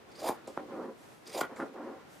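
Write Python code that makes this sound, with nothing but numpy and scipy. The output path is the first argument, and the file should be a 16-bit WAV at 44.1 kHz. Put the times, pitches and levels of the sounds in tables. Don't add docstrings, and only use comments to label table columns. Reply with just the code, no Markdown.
import sys
import numpy as np
from scipy import signal
from scipy.fft import rfft, irfft, next_fast_len
from scipy.io import wavfile

SR = 44100
rng = np.random.default_rng(int(sys.argv[2]) if len(sys.argv) > 2 else 0)


def magnitude_from_level(level_db):
    exponent = np.asarray(level_db, float) / 20
    return 10 ** exponent


def inscribe(sig):
    pcm = np.round(np.clip(np.atleast_2d(sig).T, -1, 1) * 32767)
    wavfile.write(sys.argv[1], SR, pcm.astype(np.int16))


N = 97020
T = np.arange(N) / SR


def rms_one(x):
    return x / np.sqrt(np.mean(x ** 2) + 1e-20)


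def at_hz(points, hz):
    table_hz, value = np.transpose(points)
    return np.interp(np.log(hz), np.log(table_hz), value)


def lowpass(x, hz):
    return signal.sosfilt(signal.butter(2, hz, fs=SR, output="sos"), x)


def band(x, low_hz, high_hz, order=2):
    edges_hz = [low_hz, min(high_hz, 0.45 * SR)]
    return signal.sosfilt(signal.butter(order, edges_hz, "band", fs=SR, output="sos"), x)


def resonate(x, hz, width_hz):
    r = np.exp(-np.pi * width_hz / SR)
    poles = [1, -2 * r * np.cos(2 * np.pi * hz / SR), r * r]
    return signal.lfilter([(1 - r * r) / 2, 0, (r * r - 1) / 2], poles, x + 1e-18)


def colour(x, spectrum):
    hz = np.maximum(np.fft.rfftfreq(N, 1 / SR), 1)
    edge = magnitude_from_level(-30 * np.maximum(np.log2(spectrum[0][0] / hz), 0))
    return rms_one(irfft(rfft(x) * magnitude_from_level(at_hz(spectrum, hz)) * edge, N))


def drift(rate_hz):
    r = np.exp(-40 * np.pi * rate_hz / SR)
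    noise = rng.standard_normal(size=N // 20 + 2002)
    slow = signal.lfilter([1], [1, -2 * r, r * r], noise)[2000:]
    return np.interp(np.arange(N) / 20, np.arange(len(slow)), rms_one(slow))


def grains(rate_per_s, spread_db):
    size = magnitude_from_level(spread_db * np.minimum(rng.exponential(1, N), 5)) * rng.choice([-1, 1], N)
    return rms_one(size * (rng.random(N) < rate_per_s / SR))


def swell(rows):
    power = np.zeros(N)
    for start_s, rise_s, hold_s, fall_s, level_db in rows:
        rise_s = max(rise_s, 0.0005)
        fall_s = max(fall_s, 0.8 * hold_s, 0.001)
        end_s = start_s + rise_s + hold_s + 5 * fall_s
        part = slice(max(int(start_s * SR), 0), int(end_s * SR))
        u = T[part] - start_s
        fall_db = 20 * np.maximum(u - rise_s - hold_s, 0) / fall_s
        power[part] += (magnitude_from_level(level_db - fall_db) * np.clip(u / rise_s, 0, 1) ** 2) ** 2
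    return np.sqrt(power)


def burst(start_s, length_s):
    return swell([(start_s, 0.001, length_s / 2, length_s, 0)])


# freq_hz, level_db_per_hz
AIR_SPECTRUM = [(30, -16.5), (130, -3.5), (330, 0.5), (900, -5.5), (1800, -11), (4000, -19.5), (12500, -32),
                (15500, -32.5)]
# freq_hz, likeness_0_to_1
AIR_LIKENESS = [(60, 0.55), (500, 0.044), (3000, 0.055), (15000, 0.125)]


def air():
    hz = np.maximum(np.fft.rfftfreq(N, 1 / SR), 1)
    alike = np.clip(at_hz(AIR_LIKENESS, hz), 0, 1)
    mid, side = (rfft(colour(rng.standard_normal(N), AIR_SPECTRUM)) for _ in range(2))
    both = np.sqrt(1 + alike) * mid + np.sqrt(1 - alike) * side * [[1], [-1]]
    return magnitude_from_level(-55 + 1.06 * drift(7.9)) * rms_one(irfft(both, N))


def room(x):
    t60_s, wall_cut_hz = 0.2, 3200
    size = next_fast_len(N + SR // 2)
    w = 2 * np.pi * np.fft.rfftfreq(size)
    dull = 1 / (1 + 1j * w * SR / (2 * np.pi * wall_cut_hz))
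    paths = np.zeros((2, len(w)), complex)
    for k, lag in enumerate(rng.uniform(0.0086, 0.03, 12) * SR):
        loop = magnitude_from_level(-60 * lag / SR / t60_s) * dull * np.exp(-1j * w * lag)
        paths[k % 2] += (-1) ** (k // 2) * loop / (1 - loop)
    return irfft(rfft(x, size) * paths, size)[:, :N]


# start_s, rise_s, hold_s, fall_s_per_20db, level_db
BRUSH_SWELLS = [(.72, 0.0325, 0.013, 1, -76), (.92, 0.078, 0.14, .3, -69.5),
                (1.555, 0.012, 0.035, .09, -69), (2.04, 0.079, 0.064, 2.0, -66.5)]


def brushing():
    return swell(BRUSH_SWELLS) * rms_one(band(grains(8000, 1.1), 4070, 11800))


# freq_hz, level_db_per_hz
MAT_SPECTRUM = [(71, -31), (120, -22), (300, 2), (541, -5), (1230, -11.5), (2280, -41), (6000, -40),
                (7800, -83), (13200, -120)]
# freq_hz, width_hz, level_db
MAT_RINGS = [(238, 39, 1.5), (353, 23, -2), (444, 23, 0.5), (535, 17, 10), (735, 13.3, -6), (768, 6.8, 11),
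             (1008, 180, -3), (1380, 43, -19)]


def rubbing():
    rub = colour(grains(8000, 1.2), MAT_SPECTRUM)
    rings = sum(magnitude_from_level(level_db) * resonate(rub, hz, width_hz) for hz, width_hz, level_db in MAT_RINGS)
    return rms_one(rub + magnitude_from_level(-1.5) * rms_one(rings)) * magnitude_from_level(1.0 * drift(52.0))


# start_s, rise_s, hold_s, fall_s_per_20db, level_db
SLIDE_SWELLS = [(0.47, 0.0031, 0.032, 0.02, -48), (0.57, 0.0024, 0.027, 0.21, -44),
                (.67, 0.078, 0.085, 0.15, -43.5), (0.76, 0.055, 0.029, 0.12, -44),
                (1.42, 0.008, 0.025, -0.03, -44), (0.837, 0.026, 0.046, .06, -49.5),
                (1.489, 0.025, 0.02, -0.53, -46), (1.545, 0.037, 0.013, 0.42, -46),
                (1.589, 0.013, 0.039, -0.05, -41), (1.722, 0.085, 0.11, 0.07, -45),
                (0.28, 0.011, 0.024, 0.36, -54), (0.042, 0.046, 0.047, 1.5, -63)]


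def slides():
    split_hz, quickness, bright_db = 375, 0.36, -0.5
    rub = rubbing()
    brisk = []
    for start_s, rise_s, hold_s, fall_s, level_db in SLIDE_SWELLS:
        longer_hold_s = hold_s + rise_s * (1 - quickness)
        brisk.append((start_s, rise_s * quickness, longer_hold_s, fall_s * quickness, level_db + bright_db))
    rumble = swell(SLIDE_SWELLS) * band(rub, 66, split_hz)
    return rumble - swell(brisk) * band(rub, split_hz, 6400)


# start_s, peak_db, contact_ms, sign
MAT_KNOCKS = [(.289, -22.5, 0.43, -1), (0.2938, -18, 0.75, 1), (0.478, -30.5, 0.82, 1),
              (.575, -18.5, 0.52, 1), (1.4117, -23, 0.41, 1), (1.414, -17, 0.64, 1),
              (1.5117, -37, 0.45, -1), (1.517, -39, 0.75, -1), (1.6005, -26, 0.46, 1),
              (1.6076, -29, 0.5, 1), (1.623, -34.5, 0.61, -1)]
# freq_hz, decay_s_per_30db, level_db
THUD_MODES = [(294, 0.11, -4), (648, 0.16, -9), (1333, 0.036, -5)]


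def knocks():
    cut_hz, edge_db, rebound_db, rebound_stretch = 2580, -32, -10.5, 3.28
    push = 1e-9 * rng.standard_normal(N)
    for start_s, peak_db, contact_ms, sign in MAT_KNOCKS:
        part = slice(int(start_s * SR), int(start_s * SR) + 600)
        u = (T[part] - start_s) / (contact_ms / 1000)
        swing = np.sin(np.pi * np.clip(u, 0, 2)) * np.clip(u / 1.01, 0.6, 1)
        rebound = magnitude_from_level(rebound_db) * np.sin(np.pi * np.clip((u - 2) / rebound_stretch, 0, 1))
        push[part] += np.sign(sign) * magnitude_from_level(peak_db) * (swing + rebound)
    jolt = np.abs(np.diff(push, prepend=0)) * rng.standard_normal(N) * 10
    edge = magnitude_from_level(edge_db) * band(jolt, 2500, 10000)
    knock = band(band(push, 115, cut_hz), 84, 9900)
    knock = lowpass(knock, cut_hz * 1.65)
    thud = sum(magnitude_from_level(level_db) * resonate(knock, hz, 1.1 / t60_s) for hz, t60_s, level_db in THUD_MODES)
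    return edge + knock + thud


# start_s, rise_s, hold_s, fall_s_per_20db, level_db
PINCH_SWELLS = [(.29, 0.0023, 0.0057, 0.2, -53), (.58, 0.002, 0.021, -0.14, -51.5),
                (1.505, 0.008, 0.0053, 0.33, -57.5), (1.565, 0.0045, 0.014, -0.37, -53.5),
                (1.596, 0.0036, 0.03, 0.01, -45), (1.65, .005, .012, -0.2, -57),
                (.705, 0.0056, 0.14, -0.05, -58.5), (1.745, 0.02, 0.093, 0.3, -56.5)]


def pinch():
    drag = band(grains(8000, 0.94), 644, 1830, order=3)
    line = rms_one(resonate(drag, 1402, 35))
    return swell(PINCH_SWELLS) * (rms_one(drag) + magnitude_from_level(-8.5) * line)


# start_s, rise_s, hold_s, fall_s_per_20db, level_db
CHATTER_SWELLS = [
    (1.408, 0.0012, 0.0038, 0.0113, -30),
    (1.423, 0.0037, 0.014, 0.04, -40),
]
# freq_hz, width_hz, level_db
TIP_MODES = [(980, 250, -4.5), (1441, 61, -0.5), (1930, 100, -10), (2310, 220, -13), (3240, 300, -15.5)]


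def chatter():
    force = swell(CHATTER_SWELLS) * grains(9000, 1.5) + 1e-9
    out = np.zeros(N)
    for k, (hz, width_hz, level_db) in enumerate(TIP_MODES):
        ring = resonate(force, hz, width_hz) * np.sqrt(14000 / width_hz)
        out += (-1) ** k * magnitude_from_level(level_db) * ring
    return out


# start_s, level_db, length_s, pitch_hz
METAL_TICKS = [(.112, -63, .015, 4600), (.150, -59, 0.02, 4560), (0.185, -52.5, 0.018, 4770),
               (0.201, -52, 0.013, 4060), (0.461, -62, 0.0069, 4000), (0.4726, -53, 0.003, 6900),
               (0.474, -54, 0.0027, 2250), (0.287, -48, .01, 10000), (1.378, -55, .015, 10100),
               (0.479, -64, 0.01, 7250), (0.490, -68, 0.0044, 5000), (0.495, -66, 0.005, 4830),
               (1.2662, -49.5, 0.0048, 4700), (1.264, -59, .005, 3700), (1.272, -60, 0.0062, 8900),
               (1.291, -60, .012, 4950), (1.296, -62, 0.012, 8450), (1.375, -45, .01, 7040),
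               (1.558, -60.5, 0.0047, 7100), (1.563, -49, 0.0058, 2180), (1.57, -68, 0.02, 7150),
               (1.681, -66, 0.01, 4050)]
# start_s, rise_s, hold_s, fall_s_per_20db, level_db
WIPE_SWELLS = [(.4732, .001, .003, 0.02, -53.5), (.478, 0.0018, 0.0098, 0.12, -61),
               (1.5625, 0.0011, .003, 0.02, -61), (1.567, .01, 0.03, 0.1, -64),
               (1.408, 0.0017, 0.0057, 0.0277, -48)]


def ticks():
    sharpness = 7.4
    scrape = grains(14000, 1.7)
    forces, rings = np.zeros((2, N))
    for start_s, level_db, length_s, hz in METAL_TICKS:
        force = (magnitude_from_level(level_db) * burst(start_s, length_s) + 1e-9) * scrape
        ring = resonate(resonate(force, hz, hz / sharpness), hz, hz / sharpness)
        rings += ring * np.sqrt(163000.0 / hz)
        forces += force
    hiss = magnitude_from_level(-8) * band(forces, 2000, 5500)
    return rings + hiss + swell(WIPE_SWELLS) * rms_one(band(scrape, 1600, 8900))


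# time_s, shear_db, push_db
CUT_STROKES = [
    [(0.095, -102.5, -78), (0.121, -59, -60), (0.139, -72, -94), (0.151, -66.5, -60.5),
     (0.212, -52.5, -46.5), (0.24, -47.5, -37), (0.293, -40.5, -27), (0.301, -47, -30.5),
     (0.37, -68.5, -70)],
    [(1.255, -63, -87.5), (1.271, -58, -51), (1.336, -50, -52), (1.347, -47.5, -39), (1.391, -41, -34.5),
     (1.401, -48.5, -40), (1.413, -38.5, -35), (1.423, -53, -41), (1.47, -67.5, -59)],
]
# start_s, level_db, length_s
TIP_SNAPS = [
    (0.286, -49.5, 0.0062),
    (1.407, -54, 0.0079),
]


def stroke():
    push_most_db = -34
    shear, push, travel = np.zeros((3, N))
    for rows, (shut_s, _, _) in zip(CUT_STROKES, TIP_SNAPS):
        time_s, shear_db, push_db = np.transpose(rows)
        inside = (T > time_s[0]) & (T < time_s[-1])
        shear += inside * magnitude_from_level(np.interp(T, time_s, shear_db))
        push += inside * magnitude_from_level(np.minimum(np.interp(T, time_s, push_db), push_most_db))
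        travel += inside * np.clip((T - time_s[0]) / (shut_s - time_s[0]), 0, 1) ** 2
    return shear, push, travel


def crunch(push, travel):
    note_hz = 329 + 501.6 * travel + 24.77 * drift(15.32)
    phase = 2 * np.pi * np.cumsum(note_hz) / SR
    a, b = lowpass(rng.standard_normal((2, N)), 133)
    note = rms_one(a * np.cos(phase) + b * np.sin(phase))
    return push * rms_one(band(rubbing(), 383, 11000) + magnitude_from_level(0.5) * note)


# start_s, boost_db, length_s
THREAD_BITES = [(0.11, 1, 0.012), (0.153, 6.5, 0.0133), (0.189, 4, 0.025), (.226, 2, 0.029),
                (0.272, 2.5, 0.012), (1.271, 5, 0.0129), (1.291, 3.5, 0.018), (1.319, 2.5, 0.02),
                (1.342, 1, .02), (1.378, 1.5, 0.015)]
# freq_hz, width_hz, pivot_db, tip_gain_db
BLADE_MODES = [(2350, 510, -8.5, 4.5), (3660, 630, -9, 1), (4780, 310, -0.5, -7.5), (5730, 930, -20, 1),
               (6500, 740, -15.5, 7.5), (7130, 680, -18.5, 13.5), (8170, 310, -8, -0.5),
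               (9030, 520, -12.5, 7), (9760, 1000, -20.5, 15.5), (12470, 1100, -24, 15),
               (13900, 770, -30.5, 0)]


def blades(shear, travel):
    hiss_low_hz, hiss_high_hz, bite_ring, flicker_db = 1115, 8360, 0.36, 3
    bite = magnitude_from_level(-3 + sum(boost_db * burst(start_s, length_s) for start_s, boost_db, length_s in THREAD_BITES))
    snap = sum(magnitude_from_level(level_db) * burst(start_s, length_s) for start_s, level_db, length_s in TIP_SNAPS)
    judder = magnitude_from_level(1.5 * drift(70.0))
    force = grains(12000, 2) * (shear * bite * judder + snap + 1e-9)
    out = magnitude_from_level(-0.5) * band(force, hiss_low_hz, hiss_high_hz, order=3)
    out += band(force * magnitude_from_level(-25.5 + 19.5 * travel), hiss_high_hz, 14000)
    flicker = drift(34.0)
    for hz, width_hz, pivot_db, tip_gain_db in BLADE_MODES:
        mode_db = pivot_db + tip_gain_db * travel + flicker_db * np.roll(flicker, int(hz))
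        ring = resonate(force * bite ** bite_ring * magnitude_from_level(mode_db), hz, width_hz)
        out += ring * np.sqrt(6000 / width_hz)
    return out


def scene():
    pan_db, shadow_hz, shadow_s, shadow_db = -0.42, 7340, 0.022, -9
    shear, push, travel = stroke()
    near = blades(shear, travel) + ticks() + crunch(push, travel) + knocks()
    near += pinch() + chatter() + slides() + brushing()
    treble = signal.sosfilt(signal.butter(4, shadow_hz, "high", fs=SR, output="sos"), near)
    treble += magnitude_from_level(5.5) * band(near, 11000, 14000, order=3)
    scatter = rng.standard_normal(size=2000) * np.exp(-T[:2000] / shadow_s)
    scattered = signal.fftconvolve(treble, scatter / np.linalg.norm(scatter))[:N]
    side = magnitude_from_level(shadow_db) * scattered * [[1], [-1]]
    direct = near * magnitude_from_level(np.array([[pan_db], [-pan_db]]))
    return direct + side + magnitude_from_level(-16) * room(near) + air()


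def band_limit(x):
    return signal.sosfilt(signal.butter(12, 15730, fs=SR, output="sos"), x)


def record(dry):
    low_cut = signal.butter(2, 56, "high", fs=SR, output="sos")
    top_cut = signal.cheby2(12, 50, 15950, fs=SR, output="sos")
    mix = signal.sosfilt(np.vstack([low_cut, top_cut]), dry)
    return band_limit(mix)


dry = scene()
out = record(dry)
inscribe(out)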